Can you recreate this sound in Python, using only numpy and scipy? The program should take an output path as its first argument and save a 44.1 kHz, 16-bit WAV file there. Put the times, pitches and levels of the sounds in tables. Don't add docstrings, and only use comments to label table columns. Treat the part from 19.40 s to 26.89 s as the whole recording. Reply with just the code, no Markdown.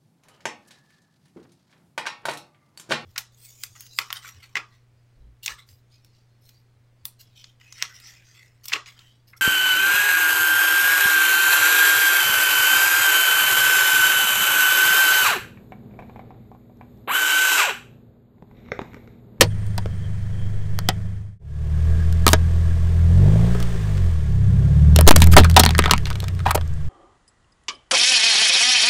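import sys
import numpy as np
from scipy import signal
from scipy.fft import rfft, irfft, next_fast_len
from scipy.io import wavfile
from scipy.ndimage import uniform_filter1d

SR = 44100
rng = np.random.default_rng(int(sys.argv[2]) if len(sys.argv) > 2 else 0)


def dump_mix(stems):
    frames = np.atleast_2d(stems).T
    limited = np.clip(frames, -1, 1)
    pcm = np.round(limited * 32767).astype(np.int16)
    wavfile.write(sys.argv[1], SR, pcm)


def volts(x):
    e = np.asarray(x, float) / 20
    return 10 ** e


N = 330309
CUT_S = 1.99
PIPE_SPREAD = 0.9


def level(x):
    return x / np.sqrt(np.mean(x ** 2))


def walk(rate):
    hold = int(SR / rate)
    steps = np.repeat(rng.standard_normal(N // hold + 1), hold)
    return 1.37 * uniform_filter1d(uniform_filter1d(steps, hold), hold)[:N]


def coloured(spectrum):
    hz, db = np.transpose(spectrum)
    size = next_fast_len(N)
    f = np.fft.rfftfreq(size, 1 / SR)
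    gain = volts(np.interp(np.log(f + 1), np.log(hz), db, left=-90, right=-90))
    return level(irfft(rfft(rng.standard_normal(N), size) * gain)[:N])


def band(x, lo_hz, hi_hz):
    return signal.sosfilt(signal.butter(2, [lo_hz, min(hi_hz, 0.45 * SR)], "band", fs=SR, output="sos"), x)


def breakage(noise, ring_hz, treble_db):
    # ratio to ring_hz, level_db
    wall_modes = [(0.998, 6.5), (1.599, 0.5), (2.35, -6.5), (3.4, -25.5)]
    top_hz = np.clip(7000 * volts(0.35 * treble_db), 2600, 7000)
    shard_hz = rng.uniform(0.19, 0.9) * top_hz
    snap = level(band(noise[0], 650, top_hz))
    snap += 0.27 * level(band(noise[0], 0.9 * shard_hz, 0.97 * shard_hz))
    treble = level(band(noise[1], 5900, 14400))
    ring = 0
    for ratio, db in wall_modes:
        mode_hz = ratio * ring_hz
        ring = ring + volts(db) * level(band(noise[2], 0.792 * mode_hz, 1.18 * mode_hz))
    return level(snap), treble, level(ring)


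def breaks():
    # start_s, level_db (peak), ring_hz, ring_db (over the crack), t60_s
    game = [
        (0.009, 1, 524, -3.5, 0.06),
        (0.2659, -44, 660, -20, 0.015),
        (0.3793, -21, 890, 0, 0.023),
        (0.4583, -34, 513, 22, 0.0074),
        (1.3893, -17, 4640, -3, 0.004),
        (1.4876, -9.5, 747, 2.5, 0.028),
    ]
    lid = [
        (2.7264, -28, 412, 3, 0.0063),
        (2.866, -2, 1098, 3, 0.012),
        (2.8789, -3.5, 1153, -4, 0.017),
        (2.8892, -9, 1120, 3.5, .0062),
        (2.9321, -2.5, 576, 8, .02),
        (4.1486, -33, 455.2, 18, 0.019),
        (4.202, -28.5, 447, 8, 0.019),
        (4.2268, -29.5, 396, -10, 0.023),
        (4.5714, -38.5, 1748, -2, 0.0091),
        (4.5781, -38.5, 1764, 10.5, 0.01),
    ]
    first_tub = [(5.5617, -2.5, 563, 4.5, .007), (5.5886, -10.5, 600, 12.5, .0088),
                 (5.6104, -7, 600, 9.5, .005), (5.6678, -17.5, 1124, 10, .0044), (5.6763, 9, 354, 5.5, .04),
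                 (5.6869, 5, 844, 6.5, .018), (5.6929, 1.5, 700, -11, .0059), (5.7092, 8, 893, 10.5, .0091),
                 (5.7198, -2, 730, -3, 0.0061), (5.761, -2.5, 653, -7, .025),
                 (5.7802, -25.5, 660, -11, .029), (5.8032, -21.5, 896, -9, .019),
                 (5.8199, 5, 1036, 2.5, .004), (5.8413, -16.5, 2263, -3.5, .0077),
                 (5.8637, -24.5, 400, 10.5, .0088), (5.8715, -19.5, 1050, 2, .012)]
    second_tub = [(5.9338, -25.5, 1366, 18, 0.016), (5.9381, -18.5, 1674, 4.5, 0.016),
                  (5.966, 23.5, 830, 1, 0.0088), (5.9823, 14.5, 443, 6.5, 0.0046),
                  (5.9916, -15.5, 400, 7, 0.049), (6.0019, -22, 660, -1, 0.025),
                  (6.0358, -24.5, 2240, 11.5, 0.007), (6.0447, -20, 1437, 7, 0.043),
                  (6.0987, -22, 1796, -2, .018), (6.1129, -25, 2230, -10, .0071),
                  (6.143, -30, 894, 6, 0.0098)]
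    third_tub = [(6.1645, 0.5, 888, 0.5, 0.055), (6.196, 4.1, 660, -9.5, 0.03),
                 (6.2356, -5.7, 957, -0.5, 0.022), (6.252, -8.5, 2200, -7.5, 0.0055),
                 (6.2624, 3.5, 1160, 2.5, 0.0049), (6.2913, -12.5, 742.7, 1.5, 0.0083),
                 (6.335, -33, 2500, -3, .006), (6.307, -17, 1157, -6.5, 0.018),
                 (6.3505, -16, 1640, 12.5, 0.0035), (6.3815, -18, 1941, -16, .012),
                 (6.3904, -1, 1340, 2, 0.014), (6.4227, -30, 1964, 24.5, 0.003),
                 (6.4396, -19, 1890, 16.5, .0056), (6.4465, -24, 1334, -0.5, .032),
                 (6.4579, -10, 1323, 9.5, 0.013), (6.4788, -22.5, 886, 8, 0.02),
                 (6.496, -23, 1250, 13.5, .0074), (6.51, -3.5, 1128, -5, 0.03),
                 (6.5355, -1.1, 1210, 10.5, 0.0034), (6.5644, -24, 1850, 0, 0.0038),
                 (6.5793, -15, 1890, -0.8, 0.0044)]
    shards = [(6.6552, -21.5, 2300, 5.5, 0.0092), (6.6683, -31, 2000, -4.7, .076),
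              (6.703, -20, 2570, -20, 0.0045), (6.7095, -33.5, 1310, 12, 0.02),
              (6.7298, -30.5, 1180, 1, .008), (6.7556, -26.5, 980, -5.5, 0.018),
              (6.803, -20.5, 2330, -24, 0.0087), (6.8238, -34.5, 2252, -11, 0.012),
              (6.8294, -37, 463, 14.5, 0.017), (6.841, -27, 600, -10, 0.02), (6.8824, -25, 2140, -21, 0.02),
              (6.992, -35, 2110, 6, .011), (6.9503, -38, 440, 1.2, .012), (7.0024, -37, 1320, 9.5, 0.014),
              (7.055, -42, 1205, 24, 0.031), (7.061, -27.5, 910, 16, 0.044), (7.068, -22, 1190, 4, .0044),
              (7.077, -29, 1670, 9, 0.013), (7.153, -22, 482, 16.5, 0.017),
              (7.177, -30.5, 660, 16.5, 0.015), (7.2114, -33.5, 1302, 10.5, 0.013),
              (7.277, -53, 7000, 16.5, .006), (7.3379, -55, 7040, 17, .006)]
    # breaks, treble_db over the crack, treble lost per dB of ring, treble lost per dB of weakness
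    materials = [(game, -7.5, 0.35, 0.034), (lid, -5, 0.2, 0.05), (first_tub, -0.027, 0.05, 0.05),
                 (second_tub, -2.5, 0.3, 0.05), (third_tub, -8, 0.8, 0.42), (shards, -10.5, 0.13, 0.045)]
    found = []
    for rows, base_db, lost, won in materials:
        for start_s, db, ring_hz, ring_db, t60_s in rows:
            treble_db = base_db - lost * ring_db + won * min(db, 0)
            found.append((start_s, db, ring_hz, ring_db, t60_s, treble_db))
    return found


def cracks():
    out = np.zeros(N + SR)
    t = np.arange(SR // 8) / SR
    slump_s = 0.02
    sliding_hz = 150 + (400 - 150) * np.exp(-t / slump_s)
    slump = np.sin(2 * np.pi * np.cumsum(sliding_hz) / SR) * np.exp(-t / slump_s)
    tyre_hz, tyre_t60_s = 222, 0.12
    tyre_ring = np.sin(2 * np.pi * tyre_hz * t) * np.exp(-np.log(1000) * t / tyre_t60_s)
    for start_s, db, ring_hz, ring_db, t60_s, treble_db in breaks():
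        noise = rng.standard_normal((5, len(t)))
        snap, treble, ring = breakage(noise, ring_hz, treble_db)
        fall = np.log(1000) * t / np.clip(t60_s, 0.004, 0.12)
        splinters = volts(7.4 * uniform_filter1d(noise[3], 30) * np.minimum(t / 0.009, 1))
        decay = np.exp(-fall) + np.exp(-t / 0.00049) + volts(-41) * np.exp(-0.3 * fall)
        bright = (snap + volts(treble_db) * treble * np.exp(-0.6 * fall)) * splinters * decay
        thud = volts(-6.5 + 0.23 * db) * level(band(noise[4], 140, 480))
        swell = 1 - np.exp(-t / 0.00026)
        hollow = (ring + thud) * volts(ring_db - 0.1) * np.exp(-0.65 * fall) * swell
        low = volts(-18 + 0.84 * min(db, 0)) * tyre_ring
        if db > 5:
            low = low + volts(-24.5) * slump
        i = int(start_s * SR)
        out[i:i + len(t)] += volts(db - 1.0) * (bright + hollow + low * (start_s > CUT_S))
    return out[:N]


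def squirts():
    # start_s, length_s, level_db, ring_hz, ring_db (over the squirt)
    spurts = [
        (2.89, .045, -36.5, 990, -0.5),
        (5.777, 0.022, -39.5, 907, 0),
        (5.813, 0.021, -29.5, 885, -13.5),
        (5.911, 0.037, -29.5, 1680, -18),
        (6.19, .016, -21.5, 777, 7.5),
        (7.079, .026, -48.5, 1060, 26),
        (7.106, 0.011, -27, 1364, 12),
        (7.11, 0.0076, -34.5, 1020, 16),
        (7.145, 0.017, -27, 835, 10.5),
    ]
    out = np.zeros(N + SR)
    treble_db = 2.6
    for start_s, length_s, db, ring_hz, ring_db in spurts:
        i, count = int(start_s * SR), int(length_s * SR)
        snap, treble, ring = breakage(rng.standard_normal((3, SR // 8)), ring_hz, treble_db - 7.5)
        spray = snap + volts(treble_db) * treble + volts(ring_db) * ring
        out[i:i + count] += volts(db) * signal.windows.tukey(count, 0.6) * spray[:count]
    return out[:N]


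def underbody(x, t60_s=0.071, wet_db=-18):
    bounce_s, bounce = 0.000242, 0.13
    x = x + bounce * np.interp(np.arange(N) - bounce_s * SR, np.arange(N), x)
    t = np.arange(SR // 4) / SR
    tail = band(rng.standard_normal(len(t)), 340, 3600)
    tail = tail * np.exp(-np.log(1000) * t / t60_s) * (t > 0.003)
    return x + volts(wet_db) * signal.fftconvolve(x, tail / np.sqrt(np.sum(tail ** 2)))[:N]


def controls():
    idle_drive = [
        (0.12, 26.05, 0.5),
        (0.58, 24.96, -1),
        (1.45, 25.3, -1.2),
        (1.99, 25.67, 2.5),
    ]
    creep_drive = [(1.99, 35.27, 0.5), (2.571, 40.57, -2.5), (3.55, 42.16, -2.5), (3.671, 41.4, 0.5),
                   (3.81, 46.4, 4), (3.98, 55.24, 6.5), (4.122, 59.35, 2.5), (4.3, 57.38, -1.6),
                   (4.6, 46.1, -1.3), (4.77, 39.5, -4.5), (4.94, 33.38, 0), (5.099, 32.62, 2.5),
                   (5.618, 39.3, 3.5), (5.999, 41.96, 3), (6.396, 39.74, -1.5), (6.619, 35.2, -3.5),
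                   (6.992, 29.39, -3.5), (7.49, 24.2, -7)]
    # order, idle_db, creep_db (over the pipe), dB gained per dB of load
    main_orders = [(1, -34.5, 3.6, 0.65), (2, -45, 0.25, 1.44), (3, -33.5, -1.1, 1.61), (4, -25.5, -0.4, 2)]
    # pitch_hz, level_db
    tailpipe = [(28, -46), (44, -26.5), (60, -30), (82, -13.5), (120, -27.5), (145, -24), (175, -27),
                (240, -54.5)]
    t = np.arange(N) / SR
    idle = t < CUT_S

    def follow(drive):
        start_s, firing_hz, load_db = np.transpose(drive)
        return np.array([np.interp(t, start_s, firing_hz), np.interp(t, start_s, load_db)])

    hz, load = np.where(idle, follow(idle_drive), follow(creep_drive))
    pipe_hz, pipe_db = np.transpose(tailpipe)
    order_db = []
    for k, (_, idle_db, creep_db, share) in enumerate(main_orders, 1):
        boom_db = np.interp(np.log(k * hz), np.log(pipe_hz), pipe_db)
        order_db.append(np.where(idle, idle_db, creep_db + boom_db) + share * load)
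    octaves = np.log2(hz / 40)
    revving = np.clip(uniform_filter1d(np.gradient(hz) * SR, SR // 10), 0, None)
    rattle_db = np.where(idle, -51.5, -45.5 + 8 * octaves + 0.1 * revving) + 0.6 * load
    hiss_db = np.where(idle, -53, -47.5 + 9 * octaves) + 0.1 * load
    return hz, order_db, rattle_db, hiss_db, idle


def exhaust(hz, order_db, idle):
    # order, idle_db, creep_db (both over order 4)
    weak_orders = [(3.5, -31, -16), (4.5, -38, -8.5), (5, -16, -2.5), (5.5, -31.5, -10.5), (6, -16, -3.5),
                   (6.5, -23, -37), (7, -10.5, -49.5), (7.5, -18, -21), (8, -8, -13)]
    silencer_hz = 179.8
    turn = 2 * np.pi * np.cumsum(hz) / SR + np.where(idle, 0.0, 1.3)
    tones = np.zeros(N)
    for k, db in enumerate(order_db, 1):
        tones += volts(db + 0.8 * walk(12)) * np.cos(k * turn - PIPE_SPREAD * k ** 2)
    for order, idle_db, creep_db in weak_orders:
        edge = 1 / (1 + (order * hz / silencer_hz) ** 16)
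        db = order_db[3] + np.where(idle, idle_db, creep_db) + 4.3 * walk(7.9)
        tones += volts(db) * edge * np.cos(order * turn - PIPE_SPREAD * order ** 2)
    scatter = level(band(rng.standard_normal(N), 88, 170))
    scatter += 1.4 * level(band(rng.standard_normal(N), 72, 92))
    scatter_db = np.max(order_db, axis=0) - 19.5 + 2.9 * walk(18)
    return np.sqrt(2) * tones + scatter * volts(scatter_db), turn


def growl(hz, turn, rattle_db, idle):
    box_hz, box_width_hz = 400, 61
    lines = np.zeros(N)
    for k in range(7, 13):
        resonance = 1 / (1 + ((k * hz - box_hz) / box_width_hz) ** 2)
        lines += volts(4.5 * walk(14)) * np.cos(k * turn - PIPE_SPREAD * k) * resonance
    return lines * volts(rattle_db - 6) * ~idle


def engine_bay(turn, rattle_db, hiss_db, idle):
    # pitch_hz, level_db (per Hz)
    rattle_colour = [(120, -13), (210, -2), (295, -13), (351, -5), (423, -3), (590, -11), (650, -5.5),
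                     (726, -13.5), (1010, -20.5), (1100, -21), (1430, -46.5), (2420, -120)]
    hiss_idle = [(590, -25), (1000, -4.5), (1540, -3.5), (1770, 0.5), (2710, -11.5), (3190, -12),
                 (4070, -14), (9060, -17), (9940, -25.5), (14900, -28.5), (16000, -23.5)]
    hiss_creep = [(590, -9), (1000, -2), (1100, 3), (1500, -4.5), (1670, 2.5), (1870, -0.5), (2620, -6.5),
                  (3580, -6), (3930, -9.5), (8850, -13), (10700, -24), (14600, -21), (16000, -29)]
    # pitch_hz, width_hz, idle_db, creep_db (both over the hiss)
    ringing_parts = [(3200, 200, -12, -24), (8800, 300, -21, -28), (660, 67, -23, -16.5),
                     (1398, 45, -22, -15.5), (1630, 150, -26.5, -11.5)]
    knock = 1 + np.clip(volts(rattle_db + 28.0), 0.1, 0.9) * np.cos(turn + 1.1)
    rattle = knock * coloured(rattle_colour) * volts(rattle_db + 2.5 + 0.69 * walk(16))
    hiss = np.where(idle, coloured(hiss_idle), coloured(hiss_creep))
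    hiss = hiss * volts(0.2 * walk(11)) * (1 + 0.12 * np.cos(turn))
    for hz, width_hz, idle_db, creep_db in ringing_parts:
        tick = level(band(rng.standard_normal(N), hz - width_hz / 2, hz + width_hz / 2))
        hiss += volts(np.where(idle, idle_db, creep_db) + 4.0 * walk(38) + 2.5 * walk(1.3)) * tick
    return rattle + hiss * volts(hiss_db + 1.2)


def air():
    # start_s, push (1 = the microphone's limit, minus = outward), length_s
    jets = [
        (5.672, -3.0, 0.075),
        (5.962, 1.35, 0.049),
    ]
    t = np.arange(N) / SR
    wind = level(band(rng.standard_normal(N), 2.6, 4.5)) * volts(-23.5 + 0.5 * walk(1.5))
    flutter_db = np.where(t < CUT_S, -40, -47) + 3 * walk(4.6)
    out = wind + level(band(rng.standard_normal(N), 14, 34)) * volts(flutter_db)
    for start_s, push, length_s in jets:
        u = np.clip((t - start_s) / length_s, 0, None)
        out += push * (1 - np.exp(-90 * u)) * np.exp(-u ** 1.3)
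    return out


def scene():
    hz, order_db, rattle_db, hiss_db, idle = controls()
    toys = underbody(cracks() + squirts())
    hum, turn = exhaust(hz, order_db, idle)
    engine = hum + growl(hz, turn, rattle_db, idle) + engine_bay(turn, rattle_db, hiss_db, idle)
    return (toys + engine + air())[None]


def splice():
    t = np.arange(N) / SR
    fade_out_s, fade_in_s = 0.46, 0.49
    fade = np.abs(t - CUT_S) / np.where(t < CUT_S, fade_out_s, fade_in_s)
    return np.clip(fade, 0, 1) ** 1.07 * np.clip((t[-1] - t) / 0.0061, 0, 1)


def low_pass(x):
    return signal.sosfilt(signal.butter(12, 16500, fs=SR, output="sos"), x)


def record(dry):
    capsule = np.clip(dry, -1.02, 0.95)
    coupled = signal.lfilter(*signal.butter(1, 1.2, "high", fs=SR), capsule)
    converted = np.clip(coupled, -1.01, 0.9)
    dulled = signal.sosfilt(signal.cheby2(10, 60, 17000, fs=SR, output="sos"), converted)
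    return low_pass(dulled * splice())


dry = scene()
out = record(dry)
dump_mix(out)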